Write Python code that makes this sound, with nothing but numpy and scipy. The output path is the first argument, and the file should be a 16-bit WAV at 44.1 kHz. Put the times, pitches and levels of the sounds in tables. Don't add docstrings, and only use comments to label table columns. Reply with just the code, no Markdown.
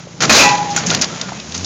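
import sys
import numpy as np
from scipy import signal
from scipy.fft import rfft, irfft
from scipy.io import wavfile

SR = 44100
rng = np.random.default_rng(int(sys.argv[2]) if len(sys.argv) > 2 else 0)


def inscribe(sig):
    pcm = np.round(np.clip(np.atleast_2d(sig).T, -1, 1) * 32767)
    wavfile.write(sys.argv[1], SR, pcm.astype(np.int16))


N = 72765
T = np.arange(N) / SR
FREQS = np.maximum(np.arange(N // 2 + 1) * SR / N, 1)


def crunches():
    # t/s, level/dB, hold/s, time to fade by 60 dB/s, treble tilt/(dB per octave)
    blows = [(0.205, -11, 0.013, 0.073, -0.5), (0.221, -5.5, 0.019, 0.11, 0), (0.2946, -1, 0.014, 0.3, -1),
             (0.324, 2, 0.022, 0.33, 1), (0.347, 3, 0.028, 0.37, 0), (0.384, 4, 0.019, 0.18, 0.5),
             (0.762, -14, 0.033, 0.076, 5.5), (0.862, -16, 0.022, 0.17, 7.5),
             (0.896, -18.5, 0.058, 0.19, -0.5), (1.027, -13.5, 0.008, 0.11, -0.5),
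             (1.544, -20.5, 0.02, 0.052, 3.5)]
    # f/Hz, level/dB
    colour = [(70, -22), (180, -4), (350, -0.5), (600, 5), (1000, 1.5), (1600, 2), (2500, -0.5),
              (3300, -0.5), (5000, 2), (6800, 5)]
    out = 0
    for start, db, hold, fade, tilt in blows:
        crumpling = from_db(db + 2.2 * drift(hz=130))
        burst = coloured(snaps(per_s=11000, spread_db=1.5), colour, tilt)
        out += crumpling * envelope(start, hold, fade, rise=0.00055) * panel(burst)
    return out


def panel(burst):
    # f/Hz, width/Hz, boost/dB
    bands = [(231, 160, 3.5), (1373, 130, 3.5), (1870, 70, 2.5), (2387, 90, 3.5), (4080, 220, 2.5),
             (4740, 150, 3.5)]
    boost = 1
    for hz, width, db in bands:
        extra = from_db(db + rng.normal(0, 2)) - 1
        boost += extra / (1 + 2j * (FREQS - hz) / width)
    return reshape(burst, boost)


def pole():
    # t/s, level/dB, favoured f/Hz, reach around it/octaves, swell time/s
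    blows = [(.2955, -7, 2500, .3, .001), (.355, -1, 2430, .06, .004), (.388, 7.5, 2600, .55, .008),
             (.4114, -1.5, 1020, .07, .005), (.4266, 1.5, 860, .3, .016), (.443, -2, 1850, .4, .006),
             (.4954, -7, 990, .08, .02), (.6769, -8, 800, .17, .006)]
    # f/Hz, level/dB, time to fade by 60 dB/s
    tones = [(815.5, -11.5, .95), (829, -8.5, .95), (857, -16, .9), (940, -17, .3), (989, -11, .5),
             (1018, -15, .33), (1556, -10, .3), (1962, -10, .3), (2418, -18, .42), (2462, -10, .36),
             (2515, -5, .2), (2585, -8, .24), (2672, -10, .26), (4848, -3, .18)]
    pinned_s, damping_db_per_s = 0.73, 80
    out = 0
    for start, db, favoured_hz, reach, swell_s in blows:
        age = np.maximum(T - start, 0)
        swell = 1 - np.exp(-age / swell_s)
        rattle = 0.16 * drift(hz=74)
        for k, (hz, tone_db, fade) in enumerate(tones):
            share = (-1) ** k * nearness(hz, favoured_hz, reach)
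            roughness = 1 + rattle * hz / 1000
            level = from_db(db + tone_db - 60 * age / fade)
            out += share * swell * roughness * level * np.sin(2 * np.pi * hz * age)
    return out * from_db(-damping_db_per_s * np.maximum(T - pinned_s, 0))


def cracks():
    # t/s, level/dB, time to fade by 60 dB/s, centre f/Hz, width/octaves
    parts = [(0.0703, -29.5, 0.014, 534, 0.2), (0.2958, 6, 0.05, 2466, 0.019), (0.395, 2.5, .2, 2460, 0.1),
             (.703, -20.5, 0.22, 6500, 0.62), (.763, 4, 0.025, 7050, 0.17),
             (0.776, -13.5, 0.009, 4500, 2.2), (0.7754, -14, 0.037, 1460, 0.11),
             (0.8676, -9, 0.0055, 6460, 0.21), (0.9025, -4, 0.012, 3700, 1.14),
             (0.9094, -10, 0.018, 6350, 0.37), (0.913, -19, 0.081, 1400, 0.029),
             (0.9472, 1, 0.012, 5850, 1.04), (1.0136, -1.5, 0.013, 6200, 0.35),
             (1.02, 3, 0.017, 5760, 0.74), (1.0434, -9, 0.0044, 5060, 0.66),
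             (1.2135, -10.5, 0.017, 5570, 0.6), (1.285, -26, 0.073, 1110, 0.51),
             (1.32, -21.5, 0.026, 805, 0.35), (1.3995, -22.5, 0.021, 4450, 0.53),
             (1.5215, -22, 0.019, 5050, 0.72), (1.548, -18.5, 0.016, 5400, 1.3),
             (1.577, -18, 0.023, 6400, 0.31), (1.6455, -13, 0.025, 5700, 0.47)]
    out = 0
    for start, db, fade, hz, width in parts:
        broad_noise = from_db(-15.5) / (1 + (FREQS / hz) ** 2)
        ring = reshape(rng.standard_normal(N), nearness(FREQS, hz, width) + broad_noise)
        out += from_db(db) * envelope(start, hold=0.0025, fade=fade, rise=0.000094) * ring
    return out


def thumps():
    # t/s, level/dB, f/Hz
    jolts = [(0.3, -6.5, 225), (0.835, -24.5, 133), (0.861, -18.5, 192.7), (.935, -23.5, 147)]
    out = 0
    for start, db, hz in jolts:
        tone = np.sin(2 * np.pi * hz * (T - start))
        out += from_db(db) * envelope(start, hold=0.02, fade=0.13, rise=0.02) * tone
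    return out


def squeaks():
    # t/s, length/s, level/dB, top f/Hz
    slips = [(1.095, .085, -36, 1360), (1.195, .10, -34, 1435), (1.35, .085, -38, 2560)]
    arch, wobble = 0.07, 0.003
    out = 0
    for start, length, db, hz in slips:
        position = np.clip(2 * (T - start) / length - 1, -1, 1)
        pitch = hz * (1 - arch * position ** 2 + wobble * drift(hz=180))
        swell = np.sqrt(1 - position ** 2)
        out += from_db(db) * swell * np.sin(2 * np.pi * np.cumsum(pitch) / SR)
    return out


def engine():
    # t/s, firing rate f/Hz, level/dB
    run = [(0, 59, -38), (.15, 55, -39), (1.1, 55.3, -34), (1.2, 58.5, -35), (1.3, 65, -31),
           (1.42, 71.5, -36), (1.5, 78.6, -31), (1.6, 89.8, -27), (1.65, 95, -26)]
    # multiple of the firing rate, coasting level/dB, working level/dB
    tones = [(1, -9.5, 1.5), (2, -5.5, -4.5), (2.5, -6.5, -13), (3, 1, -12.5), (4, -12, -19),
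             (5, -13, -16.5)]
    hz, db = over_time(run)
    phase = 2 * np.pi * np.cumsum(hz) / SR
    effort = np.clip((T - 1.397) / 0.26, 0, 1)
    out = 0
    for multiple, coasting, working in tones:
        level = from_db(coasting + effort * (working - coasting))
        roughness = 1 + 0.3 * drift(hz=25)
        out += level * roughness * np.sin(multiple * phase + rng.uniform(0, 2 * np.pi))
    return from_db(db) * out


def rumble():
    # t/s, level/dB
    loudness = [(0, -45.5), (.12, -41), (.2, -33.5), (.24, -20), (.29, -20), (.33, -13.5), (.47, -22),
                (.62, -30), (.81, -29.5), (.84, -27), (.96, -21.5), (1.1, -31.5), (1.4, -38.5),
                (1.65, -36.5)]
    # f/Hz, level/dB
    colour = [(30, -15), (55, -9), (90, -8.5), (170, 1), (260, -5.5), (420, -8.5), (900, -18)]
    return from_db(over_time(loudness)[0]) * coloured(rng.standard_normal(N), colour)


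def scrape():
    # t/s, level/dB
    loudness = [(0, -38.5), (.19, -42.5), (.3, -22), (.53, -19), (.62, -25), (.73, -27.5), (.8, -23.5),
                (.95, -22.5), (1.08, -30), (1.3, -28), (1.36, -32.5), (1.48, -36), (1.56, -33),
                (1.65, -31.5)]
    # f/Hz, level/dB
    colour = [(200, -5), (400, 3), (700, 4), (1400, 2), (2000, 1.5), (3300, -0.5), (5000, -2), (6800, 2)]
    level = from_db(over_time(loudness)[0] + 1.95 * drift(hz=57))
    return level * coloured(snaps(per_s=7000, spread_db=2.0), colour)


def hiss():
    # t/s, level/dB
    loudness = [(0, -46), (.2, -41.5), (.68, -54), (.8, -33.5), (1.1, -31.5), (1.35, -38.5), (1.65, -27.5)]
    # f/Hz, level/dB
    colour = [(500, -11), (2000, -14), (3800, -6), (5700, -1.5), (7000, 0.5)]
    return from_db(over_time(loudness)[0]) * coloured(rng.standard_normal(N), colour)


def snaps(per_s, spread_db):
    sizes = from_db(spread_db * np.minimum(rng.exponential(1, N), 4)) * rng.choice([-1, 1], N)
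    return sizes * (rng.random(N) < per_s / SR)


def envelope(start, hold, fade, rise):
    return np.clip((T - start) / rise, 0, 1) * from_db(-60 * np.maximum(T - start - hold, 0) / fade)


def coloured(x, colour, tilt_db=0):
    hz, db = np.transpose(colour)
    octave, points = np.log2(FREQS), np.log2(hz)
    octaves_outside = np.abs(octave - np.clip(octave, points[0], points[-1]))
    shape_db = np.interp(octave, points, db) + tilt_db * (octave - 11) - 18 * octaves_outside
    return reshape(x, from_db(shape_db))


def reshape(x, gains):
    return strength_one(irfft(rfft(x) * gains, N))


def nearness(hz, centre_hz, octaves):
    return np.exp(-0.5 * (np.log2(hz / centre_hz) / octaves) ** 2)


def drift(hz):
    smoothing = signal.butter(2, hz, fs=SR, output="sos")
    return strength_one(signal.sosfilt(smoothing, rng.standard_normal(2 * N))[N:])


def over_time(rows):
    times, *columns = np.transpose(rows)
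    return [np.interp(T, times, column) for column in columns]


def strength_one(x):
    return x / np.sqrt(np.mean(x ** 2) + 1e-20)


def from_db(db):
    return 10 ** (np.asarray(db) / 20)


def scene():
    crash = crunches() + cracks() + pole() + thumps()
    return (crash + squeaks() + engine() + rumble() + scrape() + hiss())[None]


def record(dry):
    # f/Hz, level/dB
    response = [(20, -35), (40, -20), (70, -1.5), (120, 0), (6800, -2), (7200, -7.5), (7900, -30),
                (8900, -31.5), (9600, -81)]
    overload, ceiling, cutoff_hz = 0.79, 0.68, 17280
    x = overload * np.tanh(dry / overload)
    hz, db = np.transpose(response)
    gains = from_db(np.interp(np.arange(N + 1) * SR / (2 * N), hz, db))
    x = irfft(rfft(x, 2 * N) * gains)[:, :N]
    x = x / (1 + (x / ceiling) ** 12) ** (1 / 12)
    return signal.sosfilt(signal.cheby2(12, 70, cutoff_hz, fs=SR, output="sos"), x)


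dry = scene()
out = record(dry)
inscribe(out)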